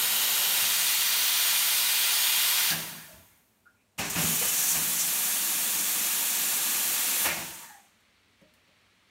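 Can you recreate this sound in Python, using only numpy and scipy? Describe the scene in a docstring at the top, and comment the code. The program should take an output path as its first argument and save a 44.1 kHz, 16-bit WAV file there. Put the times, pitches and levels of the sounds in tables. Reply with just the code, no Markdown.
"""Espresso machine letting off steam

In a small hard room, steam roars from a tap until it is shut. A lever then lets out a second jet,
which spits water, clears to a bright hiss and closes with a cough. Slugs of water thud in the pipes,
the steel case booms under the jets, and the valves squeak as the pressure drains.
At the end the boiler is left simmering, and there are three light knocks on wood."""
import sys
import numpy as np
from scipy import signal
from scipy.fft import rfft, irfft, next_fast_len
from scipy.io import wavfile
from scipy.ndimage import map_coordinates

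SR = 44100
rng = np.random.default_rng(int(sys.argv[2]) if len(sys.argv) > 2 else 0)


def generate_wav(sig):
    """Save sig (samples, or channels by samples) to the path in sys.argv[1] as 16-bit PCM at SR."""
    pcm = np.round(np.clip(np.atleast_2d(sig).T, -1, 1) * 32767).astype(np.int16)
    wavfile.write(sys.argv[1], SR, pcm)


N = 401310
TIME = np.arange(N) / SR

def amp(db):
    """Turn decibels into a gain to multiply by."""
    return np.exp(np.asarray(db) * np.log(10) / 20)

def unit(x):
    """Scale a sound to an average power of 1."""
    return x / np.sqrt(np.mean(x ** 2) + 1e-20)

def along(points, hz):
    """Read between (frequency, value) points, with octaves evenly spaced."""
    f, values = np.transpose(points)
    return np.interp(np.log(hz + 1), np.log(f + 1), values)

def since(s):
    """Seconds gone by since time s, zero before it."""
    return np.maximum(TIME - s, 0)

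def wobble(rate):
    """A smooth curve through `rate` random values a second."""
    coarse = np.arange(0, N + 32, 32)
    curve = map_coordinates(rng.standard_normal(int(N * rate / SR) + 4), [coarse * rate / SR])
    return np.interp(np.arange(N), coarse, curve)

def burst(s, attack, t60):
    """A loudness curve that rises at time s and dies away; t60 is the time to fade by 60 dB."""
    out = np.zeros(N)
    start = round(s * SR)
    t = np.arange(min(N - start, round(2 * t60 * SR))) / SR
    out[start:start + len(t)] = (1 - np.exp(-t / attack)) * amp(-60 * t / t60)
    return out

def surge(s, rise, fall):
    """A loudness curve that swells to 1 at time s and falls off again."""
    t = TIME - s
    return np.exp(np.maximum(np.minimum(t / rise, -t / fall), -50))

def blend(a, b, share):
    """Fade from a (share 0) to b (share 1) at even power."""
    share = np.clip(share, 0, 1)
    return np.sqrt(1 - share) * a + np.sqrt(share) * b

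def filtered(x, response):
    """Turn each frequency of x up or down by the gain response(frequency)."""
    size = next_fast_len(N + SR // 2)
    return irfft(rfft(x, size) * response(np.fft.rfftfreq(size, 1 / SR)), size)[..., :N]

def rush(colour, peaks=()):
    """Noise of power 1. Its colour sets the balance of low and high; peaks lift narrow bands."""
    size = next_fast_len(N)
    f = np.fft.rfftfreq(size, 1 / SR)
    peak_power = sum(3 * amp(db) ** 2 / (1 + (2 * (f - hz) / width) ** 2) for hz, width, db in peaks)
    shape = amp(along(colour, f)) * np.sqrt(1 + peak_power)
    real, imag = rng.standard_normal((2, len(f)))
    return unit(irfft((real + 1j * imag) * shape, size)[:N])

# Colours of the still room and the boiler: (frequency [Hz], relative level [dB])
AIR_COLOUR = [(25, -29.5), (60, -13.5), (100, -9), (145, -17.5), (222, -8.5), (300, -17.5), (500, -17),
              (1500, -24), (2400, -24), (3200, -27), (6000, -29.5), (8700, -29), (10500, -33),
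              (15800, -36.5)]
BOILER_COLOUR = [(210, -47), (350, -28), (768, -13.5), (1170, -7), (1510, -8), (2140, -3), (2460, -5),
                 (4430, -9.5), (5100, -14.5), (10000, -32), (13000, -57), (22000, -120)]

def background():
    """Still air, a faint mains hum, and the boiler coming back to a simmer once the steam is drawn."""
    simmer = amp(-66.5) * (1 - np.exp(-since(7.2) / 0.39))
    boiler = simmer * amp(0.78 * wobble(30)) * rush(BOILER_COLOUR)
    low_colour = [(30, -28), (62, 11), (130, -13), (170, -2), (230, 1), (380, -2), (600, -28), (2000, -90)]
    seethe = simmer * amp(-16.5 + 4.5 * wobble(6.7)) * rush(low_colour)
    hum = amp(-80.5 + 2.02 * wobble(3)) * np.sin(2 * np.pi * 100 * TIME)
    return boiler + seethe + hum + amp(-70) * rush(AIR_COLOUR)

# How long the room rings: (frequency [Hz], time to fade by 60 dB [s])
ROOM_FADE = [(150, 0.29), (1500, 0.32), (12000, .25)]

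def room(x):
    """The room's echo of x, which dies sooner in the treble."""
    hz, t, spectrum = signal.stft(rng.standard_normal(SR // 2), SR, nperseg=256)
    fade = amp(-60 * t / along(ROOM_FADE, hz)[:, None])
    tail = signal.istft(spectrum * fade, SR, nperseg=256)[1]
    return signal.fftconvolve(x, tail / np.linalg.norm(tail))[:N]

# The wood's own notes: (pitch [Hz], relative level [dB], time to fade by 60 dB [s])
WOOD_NOTES = [(166, -6.5, .14), (214, -4, 0.11), (303, -7, 0.13), (420, -11, .1), (557, -2, .09),
              (610, 0, .09), (960, -17, .1)]
# Light knocks on the woodwork: (time [s], ring level [dB], tick level [dB])
WOOD_KNOCKS = [(8.414, -48, -68), (8.538, -64, -60), (8.675, -59, -72)]

def knocks():
    """A soft blow makes the wood ring; a hard one mostly ticks."""
    t, out = np.arange(SR // 3) / SR, np.zeros(N)
    onset = 1 - np.exp(-t / 0.0072)
    for s, ring_db, tick_db in WOOD_KNOCKS:
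        ring = sum(amp(db - 60 * t / t60) * np.sin(2 * np.pi * (hz * t + rng.random()))
                   for hz, db, t60 in WOOD_NOTES)
        tick = amp(-60 * t / .05) * rng.standard_normal(len(t))
        out[round(s * SR):][:len(t)] += amp(ring_db) * ring * onset + amp(tick_db) * tick
    return out

# Valve squeaks: (time [s], length [s], pitch [Hz], pitch spread [Hz], level [dB])
VALVE_SQUEAKS = [(2.692, .05, 1646, 220, -36.5), (2.968, 0.085, 1704, 258, -53.5),
                 (3.083, 0.041, 662, 70, -51), (3.15, .035, 660, 70, -57), (3.313, 0.044, 2170, 250, -67),
                 (3.653, 0.038, 1480, 280, -55.5), (3.76, .08, 2450, 400, -76),
                 (3.981, 0.028, 2760, 380, -35.5), (4.2, 0.094, 3140, 50, -49), (4.29, .25, 3010, 60, -46),
                 (4.41, 0.027, 498, 80, -35), (7.249, .08, 2055, 601, -35), (7.591, 0.076, 948, 238, -56),
                 (7.622, 0.14, 1740, 241, -55), (7.682, .115, 796, 75, -52.5)]

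def squeaks():
    """Steam squeezing past a valve seat sings briefly: a breathy tone of unsteady pitch."""
    out = np.zeros(N)
    for s, length, hz, spread, db in VALVE_SQUEAKS:
        t = TIME[(TIME > s) & (TIME < s + length)] - s
        waver, strength = (map_coordinates(row, [t * 2 * spread]) for row in rng.standard_normal((2, 256)))
        pitch = hz + spread * waver / 2
        tone = amp(3.2 * strength) * np.sin(2 * np.pi * np.cumsum(pitch) / SR)
        swell = np.clip(np.minimum(t / 0.0064, (length - t) / 0.011), 0, 1)
        out[round(s * SR):][:len(t)] += amp(db) * tone * swell
    return out

CASE_NOTE_HZ, CASE_NOTE_FADE_S = 163, .65
# Colours of a thud and a cough: (frequency [Hz], relative level [dB])
THUD_COLOUR = [(25, -35.5), (42, -25), (62, -9), (125, -8), (165, -3), (200, -1), (240, -18.5), (310, -10),
               (400, -15), (600, -30.5), (1200, -100)]
COUGH_COLOUR = [(210, -41), (350, -15), (490, -7.5), (620, -2), (870, -1.5), (1200, -6), (1700, -4.5),
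                (2100, -4), (2700, -2.5), (3300, -11), (6000, -10), (9000, -34.5), (13000, -90)]
# Slugs (plugs of water) pushed through the pipes: (time [s], thud [dB], case ring [dB],
# rumble [dB], cough [dB], time for thud and cough to fade by 60 dB [s])
WATER_SLUGS = [(0.0, -60, -73.5, -64, -50, .5), (0.61, -58, -81.5, -51.5, -56, 0.43),
               (2.705, -43.5, -37.5, -57, -35, 0.76), (2.915, -54, -51, -62, -60, .25),
               (3.125, -60, -69, -53, -55, .15), (3.982, -40, -46, -44, -30, 0.74),
               (4.15, -36, -28.5, -46, -30.5, 0.69), (4.222, -39.5, -53, -50, -54, 0.25),
               (4.41, -52, -58, -55, -35.5, 0.55), (4.745, -43, -41, -52, -33, 0.39),
               (5.74, -53, -61, -56, -43, .4), (7.243, -43, -47, -54, -26.5, 0.59),
               (7.365, -47, -47, -56, -45.5, 0.68)]

def slugs():
    """Each slug thuds in the pipes, rings the case's lowest note and coughs out of the nozzle."""
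    thud, ring, cough = np.zeros((3, N))
    for s, thud_db, ring_db, _, cough_db, t60 in WATER_SLUGS:
        push = burst(s, attack=0.0082, t60=t60)
        thud += amp(thud_db) * push
        ring += amp(ring_db) * burst(s, attack=0.013, t60=CASE_NOTE_FADE_S)
        cough += amp(cough_db) * push
    note = np.sin(2 * np.pi * CASE_NOTE_HZ * TIME + 0.72 * wobble(25))
    return thud * rush(THUD_COLOUR) + ring * note + cough * rush(COUGH_COLOUR)

# The case's drone under wet and dry steam, and its rumble: (frequency [Hz], relative level [dB])
WET_DRONE = [(74, -43.5), (125, -18), (149, -7), (167, -4.5), (258, -7), (296, -7), (366, -11.5), (400, -8),
             (520, -30), (880, -120)]
DRY_DRONE = [(76, -50), (130, -20), (146, -6.5), (188, 2), (318, 0.5), (339, 5), (371, -15.5), (400, -8.5),
             (520, -38.5), (880, -120)]
CASE_RUMBLE = [(25, -35), (42, -26), (62, 2), (82, 2), (102, 4), (125, -11), (160, -31.5), (400, -90.5)]

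def steel_case():
    """Steam and slugs make the hollow case boom and rumble; its drone changes as the steam dries."""
    tap, cold = tap_flow()
    lever, _ = lever_flow()
    boom_power = (tap * amp(-61.5 + 7.5 * cold) + lever * amp(-52)) ** 2
    rumble_power = (amp(-80) * (tap + lever)) ** 2
    for s, thud_db, _, rumble_db, _, _ in WATER_SLUGS:
        boom_power += (amp(thud_db + 1) * burst(s, attack=.015, t60=0.8)) ** 2
        rumble_power += (amp(rumble_db) * burst(s, attack=.02, t60=0.6)) ** 2
    wet_drone = rush(WET_DRONE, peaks=[(162.4, 9, 1.2), (231, 11, 1.2)])
    dry_drone = rush(DRY_DRONE, peaks=[(156.5, 10, -1.5), (205, 22, -4.5)])
    drone = blend(wet_drone, dry_drone, share=(TIME - 4.9) / 0.39)
    return np.sqrt(boom_power) * drone + np.sqrt(rumble_power) * rush(CASE_RUMBLE)

def panels(jet, echo_db, fade_s):
    """Many quick echoes off steel panels and near walls make a jet sound slightly hollow."""
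    t = np.arange(SR // 8) / SR
    cut_lows = signal.butter(2, 1200, "high", fs=SR, output="sos")
    echoes = signal.sosfilt(cut_lows, rng.standard_normal(len(t)))
    echoes *= (1 - np.exp(-t / 0.0014)) * np.exp(-t / fade_s)
    bounced = signal.fftconvolve(jet, echoes / np.linalg.norm(echoes))[:N]
    return (jet + amp(echo_db) * bounced) / np.hypot(1, amp(echo_db))

def turbulence(hiss, depth_db, rate, band_hz=508):
    """Swirling steam shifts a jet's colour: each band of frequencies swells and ebbs on its own."""
    hz, t, spectrum = signal.stft(hiss, SR, nperseg=512)
    grid = rng.standard_normal((int(hz[-1] / band_hz) + 4, int(t[-1] * rate) + 4))
    swell = map_coordinates(grid, np.meshgrid(hz / band_hz, t * rate, indexing="ij"))
    return unit(signal.istft(spectrum * amp(depth_db * swell), SR, nperseg=512)[1][:N])

def shut_db(s, drain_db_per_s, step_db=5, travel_s=0.044):
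    """A valve shuts at time s: the flow steps down while it moves, and the pipe drains steadily."""
    return -step_db * np.minimum(since(s) / travel_s, 1) - drain_db_per_s * since(s)

# The roar of a nearly empty pipe: (frequency [Hz], relative level [dB])
DRAIN_COLOUR = [(240, -43), (400, -21), (526, -13.5), (671, -4), (738, -10), (951, -4), (1240, -5.5),
                (1680, -5), (2120, -6), (2620, -7), (4000, -13), (5000, -26), (6500, -40), (11000, -120)]

def draining(gain, full_roar, full_db):
    """As the pressure falls, the roar loses its bright core and the low pipe tones remain."""
    low_roar = rush(DRAIN_COLOUR, peaks=[(900, 40, 1), (1700, 78, -1)])
    return gain * blend(low_roar, full_roar, share=(gain / amp(full_db)) ** 0.42)

TAP_SHUT_S, TAP_WARM_S = 2.707, 1.0

def tap_flow():
    """The flow of the tap, open from the start, and how cold and wet its pipe still is (both 0-1)."""
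    return amp(shut_db(TAP_SHUT_S, drain_db_per_s=56)), np.exp(-since(0) / TAP_WARM_S)

# The tap's roar and hiss, at first and once settled: (frequency [Hz], relative level [dB])
TAP_FIRST_ROAR = [(220, -46), (380, -15.5), (673, -10), (853, -9), (981, -7.5), (1080, -10.5), (1360, -6.5),
                  (1810, -6.5), (3010, -2.5), (5000, -5.5), (6500, -32), (11000, -120)]
TAP_SETTLED_ROAR = [(240, -36.5), (400, -16.5), (567, -18), (671, -8), (762, -11.5), (972, -5.5),
                    (1090, -9.5), (1160, -6), (1830, -4), (3280, 1), (4590, -1.5), (5000, -2),
                    (6500, -31.5), (11000, -120)]
TAP_FIRST_HISS = [(2940, -30.5), (5000, -5), (5910, -5.5), (6680, -1), (7600, -5), (8940, -2),
                  (10300, -5.5), (11100, -2.5), (13500, 0), (15600, -5)]
TAP_SETTLED_HISS = [(2940, -39), (5000, -2.5), (6500, 1), (7640, -2.5), (9150, 1), (10400, -3),
                    (12200, 2.5), (13700, -3), (15000, 2), (15600, -4)]
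# Narrow peaks that colour the tap's roar: (frequency [Hz], width [Hz], strength [dB])
TAP_ROAR_PEAKS = [(890, 22, -8), (2040, 20, 2), (2250, 28, -5.5), (2410, 32, -5), (2700, 45, -12),
                  (2947, 24, -3.5), (3230, 22, -13.5), (3380, 18, -1), (3700, 37, -1.5), (4430, 30, -13.5),
                  (4710, 22, 1), (4760, 16, -1)]

def tap_jet():
    """A steady jet: pipe roar under a hiss, both changing colour as the hand lets go of the spout."""
    flow, cold = tap_flow()
    settled = (TIME - .52) / 0.22
    first_roar = rush(TAP_FIRST_ROAR, peaks=[(3030, 90, -1.5), (3330, 30, -3.0), (3830, 60, 3.0)])
    pipe = blend(first_roar, rush(TAP_SETTLED_ROAR, TAP_ROAR_PEAKS), settled)
    # The spout's main resonance swells and ebbs on its own.
    core = filtered(pipe, lambda f: np.exp(-((f - 3400) / 450) ** 2))
    pipe += (amp(1.2 * wobble(2.9)) - 1) * core
    nozzle = blend(rush(TAP_FIRST_HISS), rush(TAP_SETTLED_HISS), settled)
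    hiss = flow * amp(-26) * turbulence(nozzle, depth_db=1.1, rate=4)
    # The valve leaks a thin hiss that fades more slowly than the jet.
    thin_hiss = rush([(3000, -29.5), (7000, -15), (12000, -0.5), (15600, -4.5)])
    leak = amp(-44 - 36 * since(TAP_SHUT_S)) * thin_hiss
    flutter = amp(0.29 * wobble(45))
    roar = draining(flow * amp(-28 - 2 * cold), pipe, full_db=-36.5)  # builds as the pipe warms
    return flutter * (roar + hiss + leak)

LEVER_OPEN_S, LEVER_CLEAR_S, LEVER_SHUT_S, LEVER_SEALED_S = 3.977, 4.125, 7.257, 7.625

def lever_flow():
    """The lever's flow, dying faster once the valve seals, and how wet its steam is (both 0-1)."""
    opening = (1 - np.exp(-since(LEVER_OPEN_S) / 0.0037)) ** 2
    closing_db = shut_db(LEVER_SHUT_S, drain_db_per_s=32) - 51 * since(LEVER_SEALED_S)
    return opening * amp(closing_db), burst(LEVER_OPEN_S, attack=.01, t60=5.0)

# The lever's roar, sizzle, water spray and hiss: (frequency [Hz], relative level [dB])
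ROAR_COLOUR = [(240, -47), (400, -8), (505, -4), (549, -7), (762, -2), (1040, -4.5), (1140, 0.5),
               (1350, -3), (1680, 0.5), (2150, 0), (2460, 2), (4360, 1), (5000, -3.5), (6500, -33),
               (11000, -120)]
SIZZLE_COLOUR = [(2940, -33), (5000, -6.5), (6070, -1.5), (7230, 0), (9000, -3), (11700, -34.5),
                 (19800, -120)]
SPRAY_COLOUR = [(2940, -33), (4300, -14), (5100, -10), (5700, -1.5), (6700, -1), (8200, -3.5), (9500, -13),
                (12000, -30.5), (19800, -120)]
HISS_COLOUR = [(5290, -41.5), (9000, -2), (9710, 1), (10500, -1.5), (13200, 1), (15600, -3)]
# Narrow peaks that colour its roar and hiss: (frequency [Hz], width [Hz], strength [dB])
LEVER_ROAR_PEAKS = [(757, 30, -5.5), (930, 39, -3), (1680, 30, -3), (2520, 36, -4), (3460, 27, -3),
                    (4460, 41, -9), (4754, 18, -3)]
LEVER_HISS_PEAKS = [(9800, 350, -7), (11100, 400, -5), (13100, 240, -3)]
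# Spits of steam breaking through water: (time [s], level [dB])
STEAM_SPITS = [(3.988, -29.5), (4.097, -25.5), (8.0, -69)]
# Water torn to mist at the nozzle: (peak time [s], rise [s], fall [s], spray [dB], hiss [dB])
SPRAY_SURGES = [(4.72, 0.31, .045, -29, -31), (5.01, 0.028, .02, -24.5, -43.5)]

def lever_jet():
    """Wet steam spits, sizzles and sputters at first, then dries to an even hiss."""
    flow, wetness = lever_flow()
    # Water in the pipe chokes the jet until it is blown clear; the lower sounds feel it less.
    choke_db = -14.5 * np.exp(-since(LEVER_CLEAR_S) / .042)
    pinch_db = 3.5 * surge(LEVER_SHUT_S, rise=.045, fall=.015)  # closing briefly lifts the hiss
    spits = sum(amp(db) * burst(s, attack=0.0049, t60=0.092) for s, db in STEAM_SPITS)
    spray, wet_hiss = np.zeros((2, N))
    for s, rise, fall, spray_db, hiss_db in SPRAY_SURGES:
        swell = surge(s, rise, fall)
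        spray += amp(spray_db) * swell
        wet_hiss += amp(hiss_db) * swell
    roar_db = -38 + 1.22 * since(LEVER_OPEN_S) + 3.5 * wetness + .55 * choke_db
    roar = draining(flow * amp(roar_db), rush(ROAR_COLOUR, LEVER_ROAR_PEAKS), full_db=-38)
    droplets = flow * amp(0.63 * choke_db)
    sizzle = np.hypot(droplets * amp(-32.5), amp(-0.5) * spits) * rush(SIZZLE_COLOUR)
    mist = droplets * spray * rush(SPRAY_COLOUR)
    hiss_flow = flow ** 1.17  # the hiss dies faster than the flow
    hiss_gain = hiss_flow * amp(choke_db + pinch_db) * np.hypot(amp(-28.5), wet_hiss)
    hiss = np.hypot(hiss_gain, spits) * rush(HISS_COLOUR, LEVER_HISS_PEAKS)
    sputter = amp((0.18 + 0.66 * wetness) * wobble(70))
    return sputter * (roar + sizzle + mist + hiss)

def scene():
    """Everything heard from one spot, alike in both ears."""
    tap = panels(tap_jet(), echo_db=-7.5, fade_s=0.017)
    lever = panels(lever_jet(), echo_db=-8.5, fade_s=0.027)
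    small_sounds = squeaks() + knocks()
    machine = tap + lever + steel_case() + slugs() + small_sounds
    mono = machine + amp(-2.5) * room(small_sounds) + background()
    return np.array([mono, mono])

def record(dry):
    """The treble has two narrow dips, and nothing is left above 15900 Hz."""
    def dip(f, hz, width, db):
        return amp(db * np.exp(-((f - hz) / width) ** 2))

    def response(f):
        top_edge = np.sin(np.pi / 2 * np.clip((15900 - f) / 220, 0, 1)) ** 2
        return dip(f, hz=4910, width=164, db=-4.5) * dip(f, hz=10360, width=250, db=-1.5) * top_edge

    return filtered(dry, response)

dry = scene()
out = record(dry)
generate_wav(out)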